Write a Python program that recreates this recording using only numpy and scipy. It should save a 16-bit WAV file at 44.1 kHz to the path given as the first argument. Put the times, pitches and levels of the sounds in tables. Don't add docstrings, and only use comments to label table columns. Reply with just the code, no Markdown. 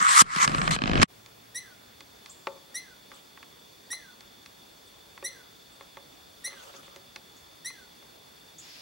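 import sys
import numpy as np
from scipy import signal
from scipy.fft import next_fast_len
from scipy.io import wavfile

SR = 44100
rng = np.random.default_rng(int(sys.argv[2]) if len(sys.argv) > 2 else 0)


def file_out(sig):
    cols = np.atleast_2d(sig).T
    lim = np.clip(cols, -1, 1)
    pcm = np.round(lim * 32767).astype(np.int16)
    wavfile.write(sys.argv[1], SR, pcm)


N = 388521
TIME = np.arange(N) / SR
CUT_S = 1.075

# [start t/s, end t/s, final level/dB, swell on the way/dB,
# brightness/dB, pressure/dB, catching/dB]
STROKES = [(0, 0.11, -31.5, -0.5, 0.5, 6.5, -1.5), (0.081, 0.213, -16, 14.5, 5, 5, 1.5),
           (0.229, 0.45, -21.5, 34, 0, 7.5, 1), (0.443, 0.698, -38.5, 1.5, -3, 6.5, 1),
           (0.707, 0.756, -27, -3.5, -6.5, -8, -0.5), (.77, 0.81, -53, -11, -16, -13, 0),
           (0.808, 1.03, -31.5, 10.5, -20, -13, 3.5), (1.015, 1.032, -18.5, 1, -11, -3, -4)]
# [f/Hz, level per Hz/dB]
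CLOTH_SPECTRUM = [(250, -23), (450, -32), (750, -19.5), (1150, -1.5), (1500, 4), (1950, -1), (2500, -5.5),
                  (3300, -1.5), (4700, -7), (6500, -6.5), (9000, -10), (11000, -19.5), (15500, -22)]
# [f/Hz, width f/Hz, level/dB]
RUB_MODES = [(1120, 460, 1), (1910, 460, 2)]
# [t/s, rumble level/dB]
FLEXING = [(0, -40.5), (.14, -59), (.235, -51.5), (.33, -55), (.46, -37), (.72, -31.5), (.8, -43.5),
           (.9, -31), (1.036, -23), (1.055, -76)]
# [f/Hz, level per Hz/dB]
RUMBLE_SPECTRUM = [(15, -37), (25, -1), (85, -3), (110, -11), (150, 4.5), (200, -1), (300, -11.5),
                   (460, -13), (700, -14.5), (910, -48)]
# [f/Hz, side against mid level/dB]
HANDLING_SIDE = [(60, 2), (200, -9), (400, 2), (750, 6), (1400, 5.5), (2400, -8), (4400, -3), (8000, 1.5),
                 (15000, -7)]
# [t/s, peak level/dB, bass level/dB, treble level/dB]
SNAPS = [(.218, -9, -15, 9), (.362, -18.5, -6.5, -2), (.477, -12, -13.5, -7), (.677, -13, -22, -21),
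         (.711, -16, -18, -0.5), (.763, -16, -7.5, -30), (.788, -25.5, -12, -40), (1.018, -12.5, -12, -28),
         (1.029, -5, -9.5, -4.5)]
# [start t/s, end t/s, gap t/s, first peak level/dB,
# growth per second/dB, bass level/dB, treble level/dB, centre f/Hz]
CREAKS = [(0.495, .525, 0.022, -24, -100, -5, -8, 1400), (0.547, .63, .0345, -17.5, 6, -13, -19, 1390),
          (.819, .92, .0192, -16, -42, -4.5, -32, 2700), (.933, 1.01, 0.022, -14.5, 6, -6, -45, 2700)]
# [f/Hz, width f/Hz, level/dB]
GRIP_MODES = [(142, 170, 4), (201.6, 140, 1.5), (640, 960, -5), (1150, 410, -2.5), (1660, 190, -1),
              (2510, 250, 1.5), (3030, 230, -1.5), (4070, 380, -4), (5000, 530, 2.5), (8800, 3300, 0.5)]
# [f/Hz, level per Hz/dB]
AIR_SPECTRUM = [(15, -42), (25, -12), (54, -2.5), (85, -2), (157, -0.5), (446, -2.5), (577, -5),
                (1130, -7.5), (2800, -13.5), (3640, -70), (6160, -120)]
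# [f/Hz, level per Hz/dB]
HISS_SPECTRUM = [(1500, -7.5), (2800, 0), (6000, 0), (7500, -4), (11000, -4.5), (15500, -9)]
# [f/Hz, side against mid level/dB]
AIR_SIDE = [(60, -16), (200, -3.5), (380, -0.5), (700, 3.5), (1300, 3), (2400, -1.5), (4400, -1.5),
            (8000, -4), (15000, -21)]
# [f/Hz, nominal width f/Hz, level/dB]
WHINE_BANDS = [(3320, 79, -72.5), (3504, 134, -61), (4436, 120, -66), (4850, 52, -71.5), (5730, 110, -75.5)]
# [f/Hz, level/dB]
TONES = [(11832, -80), (15735, -67.5)]
# [t/s, peak level/dB, bass level/dB, treble level/dB]
TICKS = [(1.261, -43, -19, -0.5), (2.006, -35.5, -15.5, -3), (2.26, -39, -35, -2),
         (2.47, -20.5, -12.5, -23), (3.116, -35.5, -14, -13.5), (3.374, -39, -30, -26),
         (3.428, -36.5, -53, -11.5), (3.93, -33, -22, -10), (4.207, -44, -26, 1),
         (4.46, -39.5, -22.5, -0.5), (5.177, -33.5, -26, -15), (5.226, -35, -7, -19.5),
         (5.809, -35, -12, -19), (5.97, -34.5, -13, -19), (6.961, -41, -5, -0.5), (7.16, -33.5, -21, -3),
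         (7.701, -38.5, -29, -14), (8.025, -44.5, -27, -16)]
# [f/Hz, width f/Hz, level/dB]
BODY_MODES = [(131, 140, -19), (377, 57, -4), (549, 23, -2.5), (877, 54, -3.5), (1119, 78, -1.5),
              (1336, 130, -6), (1670, 120, -6), (2100, 380, 0), (2490, 170, -3.5), (3230, 1500, -4),
              (3970, 1120, -2), (6000, 680, -5), (7950, 3000, -13)]
# [f/Hz, side against mid level/dB]
BODY_SIDE = [(60, -7.5), (180, -11), (550, -10), (1650, -16), (4970, -10), (15000, -4)]
# [middle t/s, half length t/s, level/dB]
RUBS = [(2.275, 0.063, -58), (3.155, .05, -58.5), (6.679, .25, -54.5)]
# [f/Hz, level per Hz/dB]
SKIN_SPECTRUM = [(200, -11), (420, -28), (560, 4), (760, -10), (1250, 5), (2000, -23), (3000, 2),
                 (6000, -9), (12000, -18)]
# [t/s, level/dB, pitch ratio, length ratio, brightness per octave/dB]
CHIRPS = [(1.544, -38.5, 0.98, 1.1, -1), (2.742, -38.5, 0.99, 1.08, -0.5), (3.902, -38, 0.99, 1.16, -0.8),
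          (5.238, -38.5, 0.99, 1.02, 0.4), (6.439, -38.5, .997, 1.0, 0.1), (7.645, -39, 0.99, 1.09, -0.5)]
# [f/Hz, level/dB]
THROAT = [(1400, 0.5), (2000, -1), (3700, -11.5), (4200, 2.5), (5400, -4), (5900, 3), (6350, -15),
          (7700, -5), (8500, -16.5), (9600, 4.5), (10400, -3), (11300, -15), (12300, -16), (14500, -25)]
# [t/s, level/dB, pitch ratio]
CHIPS = [(2.294, -41, 1.07), (3.14, -53, 1.15), (4.87, -57, 1.2), (5.72, -55.5, 1.13), (7.361, -54, 1.0),
         (8.581, -39.5, 1.01)]
# [t/s after its start, pitch f/Hz before the ratio, level/dB]
CHIP_SHAPE = [(0, 5600, -15), (.006, 6690, -1.5), (.014, 7130, -13.5), (.025, 7150, -12), (.045, 7070, -28)]
# [f/Hz, level per Hz/dB]
SWELL_SPECTRUM = [(1000, -12), (2300, -2.5), (4000, -1), (5000, 3.5), (7000, -19), (11000, -15)]

STROKE_ATTACK_S, STROKE_RELEASE_DB_PER_S, CATCHES_PER_S = 0.00078, 1800, 240
BRIGHTENING = 0.096
SNAP_CENTRE_HZ = 1520
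SLIP_JITTER_S, SLIP_SPREAD_DB = 0.0004, 1.5
AIR_DB, HISS_DB = -59.5, -61
WHINE_DB, WHINE_SETTLE_S = -0.47, 0.81
SCAN_PER_S, SCAN_GAP_SHARE = 59.94, 0.07
HUM_HZ, HUM_DB, HUM_S = 113, -67.5, 1
CRACKLE_COUNT, CRACKLE_DB, CRACKLE_BASS_DB, CRACKLE_TREBLE_DB = 9, -44, -8.5, -11
TICK_CENTRE_HZ, TREBLE_DB_PER_OCTAVE = 2800, 12.5
START_HZ, TOP_HZ, REST_HZ = 1787, 2100, 1290
CLIMB_S, CLIMB_CURVE, BREAK_S, RELAX_S = 0.037, 0.659, 0.039, 0.09
ATTACK_S, ATTACK_DB, SAG_DB_PER_S, COLLAPSE_DB_PER_S = 0.013, 12, 143, 650
WHISTLE_DB, WHISTLE_S, WHISTLE_FADE_DB_PER_S = -23, 0.182, 600
RASP_DB, RASP_CLEARS_S, HELD_RASP_DB = 4, 0.0037, -14
SWELL_S, SWELL_RISE_S, SWELL_DB = 8.58, 0.074, -53
CUTOFF_HZ = 15800


def from_db(db):
    return 10 ** (np.asarray(db) / 20)


def rms_one(x):
    return x / np.sqrt(np.mean(x ** 2) + 1e-20)


def along(rows, t):
    s, *columns = np.transpose(rows)
    return [np.interp(t, s, c) for c in columns]


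def at_hz(points, hz):
    point_hz, level_db = np.array(points).T
    return np.interp(np.log(hz), np.log(point_hz), level_db)


def add(out, s, sound):
    i = int(s * SR)
    out[..., i:i + sound.shape[-1]] += sound[..., :N - i]


def wobble(t, rate):
    return np.interp(t * rate, np.arange(8192), rng.standard_normal(8192))


def resonate(x, hz, width):
    r = np.exp(-np.pi * abs(width) / SR)
    feed = np.array([1, 0, -1]) * (1 - r * r) / 2
    feedback = [1, -2 * r * np.cos(2 * np.pi * hz / SR), r * r]
    return signal.lfilter(feed, feedback, x + 1e-18)


def butter(x, order, hz, kind="low"):
    return signal.sosfilt(signal.butter(order, hz, kind, fs=SR, output="sos"), x)


def sine(hz):
    return np.sqrt(2) * np.sin(2 * np.pi * hz * TIME)


def stereo(pair, side_db):
    side = from_db(side_db) * pair[1]
    return np.array([pair[0] + side, pair[0] - side])


def noise(spectrum, sides, patchy_db):
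    edges = np.geomspace(22, 17000, 31)
    white, out = rng.standard_normal((2, 2, N)), 0
    for k, (low, high) in enumerate(zip(edges, edges[1:])):
        if high < spectrum[0][0] or low > spectrum[-1][0]:
            continue
        hz = np.sqrt(low * high)
        pair = butter(white[k % 2], 2, [low, high], "band")
        level_db = at_hz(spectrum, hz) + patchy_db * wobble(TIME, 30)
        out = out + stereo(pair, at_hz(sides, hz)) * from_db(level_db)
    return rms_one(out) * np.sqrt(np.mean(out ** 2) / np.mean(out.mean(0) ** 2))


def knocks(events, modes, sides, grit_s, grit_db, bass_hz, treble_hz, bass_db, treble_db, focus_db):
    out, t = np.zeros((2, N)), np.arange(SR // 10) / SR
    for s, peak_db, bass, treble, centre in events:
        colour = [(bass_hz, bass + bass_db), (np.sqrt(2) * bass_hz, 0),
                  (treble_hz / 2, 0), (treble_hz, treble + treble_db)]
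        core, sound = 0, 0
        for k, (hz, width, db) in enumerate(modes):
            force = from_db(grit_db) * rng.standard_normal((2, len(t))) * np.exp(-t / grit_s)
            force[:, 0] += (-1) ** k
            rings = resonate(resonate(force, hz, hz), hz, width)
            octaves_off = min(abs(np.log2(hz / centre)), 1)
            pair = from_db(db - focus_db * octaves_off) * np.array([rms_one(ring) for ring in rings])
            pair[1] *= rng.choice([-1, 1])
            core = core + pair[0] * (bass_hz < hz < treble_hz)
            sound = sound + stereo(pair, at_hz(sides, hz)) * from_db(at_hz(colour, hz))
        add(out, s, sound * from_db(peak_db) / np.abs(core).max())
    return out


def handling(fibre_hz=4200):
    level, hiss, pressure = cloth_strokes()
    cloth = from_db(-2.5 + 1.3 * wobble(TIME, 700)) * noise(CLOTH_SPECTRUM, HANDLING_SIDE, patchy_db=3.0)
    body = butter(cloth, 3, fibre_hz)
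    fibres = butter(cloth, 3, fibre_hz, "high")
    driven = sum((-1) ** k * from_db(db) * resonate(body, hz, width)
                 for k, (hz, width, db) in enumerate(RUB_MODES))
    driven = signal.hilbert(driven, next_fast_len(N)).imag[:, :N]
    swish = level * body + hiss * fibres + pressure * driven
    rumble = from_db(along(FLEXING, TIME)[0]) * noise(RUMBLE_SPECTRUM, HANDLING_SIDE, patchy_db=3.5)
    slips = knocks(grip_slips(), GRIP_MODES, HANDLING_SIDE, grit_s=0.0021, grit_db=-10.5, bass_hz=340,
                   treble_hz=7930, bass_db=11.5, treble_db=-3.5, focus_db=2.5)
    return case(swish + rumble + slips)


def cloth_strokes():
    power = np.zeros((3, N))
    for start, end, level_db, swell_db, bright_db, press_db, catch_db in STROKES:
        below_db = swell_db * np.clip((end - TIME) / (end - start), 0, 1)
        release_db = STROKE_RELEASE_DB_PER_S * np.clip(TIME - end, 0, 1 / 5)
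        gain = from_db(level_db - below_db - release_db)
        gain = gain * from_db(catch_db * wobble(TIME, CATCHES_PER_S))
        gain = gain * np.clip((TIME - start) / STROKE_ATTACK_S, 0, 1)
        hiss = gain * from_db(bright_db - BRIGHTENING * below_db)
        power += np.array([gain, hiss, gain * from_db(press_db)]) ** 2
    return np.sqrt(power)


def grip_slips():
    slips = [(*snap, SNAP_CENTRE_HZ) for snap in SNAPS]
    for start, end, gap_s, peak_db, growth_db, *colour in CREAKS:
        chance = rng.standard_normal(size=(16, 2))
        for s, (late, strong) in zip(np.arange(start, end, gap_s), chance):
            slip_db = peak_db + growth_db * (s - start) + SLIP_SPREAD_DB * strong
            slips.append((s + SLIP_JITTER_S * late, slip_db, *colour))
    return slips


def case(x, rock_hz=1160, rock_width=190, rock_db=6, shell_db=-6,
         port_hz=7800, port_width=1100, port_db=3, top_hz=10800):
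    rocking = from_db(rock_db) * (x[0] - x[1]) / 2 * np.array([[1], [-1]])
    shell = from_db(shell_db) * x.mean(0)
    x = x + resonate(rocking + shell, rock_hz, rock_width)
    x = x + from_db(port_db) * resonate(x, port_hz, port_width) * np.array([[1], [0]])
    return butter(x, 3, top_hz)


def still_air():
    air = from_db(AIR_DB) * noise(AIR_SPECTRUM, AIR_SIDE, patchy_db=2.0)
    return air + from_db(HISS_DB) * noise(HISS_SPECTRUM, AIR_SIDE, patchy_db=0.8)


def camera():
    return stereo(camera_whine(), side_db=-26) + camera_tones() + camera_hum() + camera_ticks() + finger_rubs()


def camera_whine():
    whine = 0
    for hz, width, db in WHINE_BANDS:
        once = resonate(rng.standard_normal((2, N)), hz, width * 2)
        whine = whine + from_db(db) * rms_one(resonate(once, hz, width * 2))
    build_up = 1 - np.exp(-np.maximum(TIME - CUT_S, 0) / WHINE_SETTLE_S) / 2
    return whine * from_db(WHINE_DB) * build_up


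def camera_tones():
    tones = sum(from_db(db) * sine(hz) for hz, db in TONES)
    return tones * (TIME * SCAN_PER_S % 1 > SCAN_GAP_SHARE)


def camera_hum():
    return from_db(HUM_DB) * sine(HUM_HZ) * np.exp(-((TIME - CUT_S) / HUM_S) ** 2)


def camera_ticks():
    middle, half, _ = RUBS[-1]
    crackles = [(middle + half * u, CRACKLE_DB, CRACKLE_BASS_DB, CRACKLE_TREBLE_DB)
                for u in rng.uniform(-1, 1, size=CRACKLE_COUNT)]
    contacts = [(*tick, TICK_CENTRE_HZ * 2 ** (tick[-1] / TREBLE_DB_PER_OCTAVE))
                for tick in TICKS + crackles]
    ticks = knocks(contacts, BODY_MODES, BODY_SIDE, grit_s=0.0026, grit_db=-12, bass_hz=648,
                   treble_hz=4830, bass_db=14.0, treble_db=7.0, focus_db=5.0)
    return from_db(2.0) * forest(ticks, near_db=-19, far_db=-7, far_t60=0.42, dull_hz=850)


def finger_rubs():
    catching = from_db(2.5 * wobble(TIME, 110))
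    rubbing = sum(from_db(db) * np.exp(-((TIME - s) / half_s) ** 2) for s, half_s, db in RUBS)
    return rubbing * catching * noise(SKIN_SPECTRUM, AIR_SIDE, patchy_db=5.0)


def forest(x, near_db, far_db, far_t60, dull_hz, near_t60=0.057, first_s=0.0068, leaves_hz=7000):
    t = np.arange(SR) / SR
    near, far = rng.standard_normal((2, 2, SR)) * (t > first_s)
    near = from_db(near_db) * rms_one(near * from_db(-60 * t / near_t60))
    far = from_db(far_db) * rms_one(far * from_db(-60 * t / far_t60))
    echoes = butter(near + butter(far, 2, dull_hz), 1, leaves_hz)
    echoes = stereo(echoes, side_db=-9.0) / np.sqrt(SR)
    return x + signal.fftconvolve(np.atleast_2d(x), echoes, axes=1)[:, :N]


def squirrel(jitter=0.0073, shimmer_db=1.5, pure_below_db=-7, dulling=1.4, falter_db=1.5):
    out, t = np.zeros(N), np.arange(SR // 4) / SR
    for s, level_db, pitch, length, bright_db in CHIRPS:
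        hz, effort, rasp = chirp_course(t / length)
        hz = hz * pitch * (1 + jitter * wobble(t, 397))
        phase = 2 * np.pi * np.cumsum(hz) / SR
        slack = dulling * np.minimum(effort - pure_below_db, 0)
        puffs = rng.standard_normal(len(t)) * (1 + np.cos(phase))
        voice = rasp * from_db(slack) * butter(puffs, 1, [3000, 14000], "band")
        for k in range(1, 8):
            db = at_hz(THROAT, k * hz) + (bright_db + slack / 2) * np.log2(k) + shimmer_db * wobble(t, 199)
            voice = voice - np.sqrt(2) * np.cos(k * phase) * from_db(db)
        falter = falter_db * np.minimum(effort / WHISTLE_DB, 1) * wobble(t, 122)
        add(out, s, voice * from_db(level_db + effort + falter) * np.minimum(t / 0.0021, 1))
    return out


def chirp_course(t):
    after_break = np.maximum(t - BREAK_S, 0)
    climb = START_HZ + (TOP_HZ - START_HZ) * np.minimum(t / CLIMB_S, 1) ** CLIMB_CURVE
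    hz = REST_HZ + (climb - REST_HZ) * np.exp(-after_break / RELAX_S)
    opening = -ATTACK_DB * np.maximum(1 - t / ATTACK_S, 0)
    sag = SAG_DB_PER_S * np.maximum(t - ATTACK_S, 0)
    squeak = opening - sag - COLLAPSE_DB_PER_S * after_break
    whistle = WHISTLE_DB - WHISTLE_FADE_DB_PER_S * np.maximum(t - WHISTLE_S, 0)
    rasp = from_db(RASP_DB) * np.exp(-t / RASP_CLEARS_S) + from_db(HELD_RASP_DB)
    return hz, np.maximum(squeak, whistle), rasp


def bird(upper_ratio=1.13, upper_db=-6, jitter=0.015):
    out, t = np.zeros(N), np.arange(int(CHIP_SHAPE[-1][0] * SR)) / SR
    hz, db = along(CHIP_SHAPE, t)
    for s, level_db, pitch in CHIPS:
        rough_hz = hz * pitch * (1 + jitter * wobble(t, 1460))
        phase = 2 * np.pi * np.cumsum(rough_hz) / SR
        voices = np.sin(phase) + from_db(upper_db) * np.sin(upper_ratio * phase)
        add(out, s, voices * from_db(level_db + db))
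    return out


def tree_swell():
    rise = np.clip((TIME - SWELL_S) / SWELL_RISE_S, 0, 1)
    return from_db(SWELL_DB) * rise * noise(SWELL_SPECTRUM, AIR_SIDE, patchy_db=2.5)


def scene():
    scolding = forest(squirrel(), near_db=-5.0, far_db=-6.5, far_t60=0.39, dull_hz=8500)
    chips = forest(bird(), near_db=0.5, far_db=0.5, far_t60=0.94, dull_hz=9000)
    quiet_forest = still_air() + camera() + scolding + chips + tree_swell()
    after_cut = np.clip((TIME - CUT_S) / 0.028, 0, 1)
    return handling() * (1 - after_cut) + quiet_forest * after_cut


def record(dry):
    top_cut = signal.ellip(12, 0.1, 80, CUTOFF_HZ, fs=SR, output="sos")
    return signal.sosfilt(top_cut, np.clip(dry, -1, 1))


dry = scene()
out = record(dry)
file_out(out)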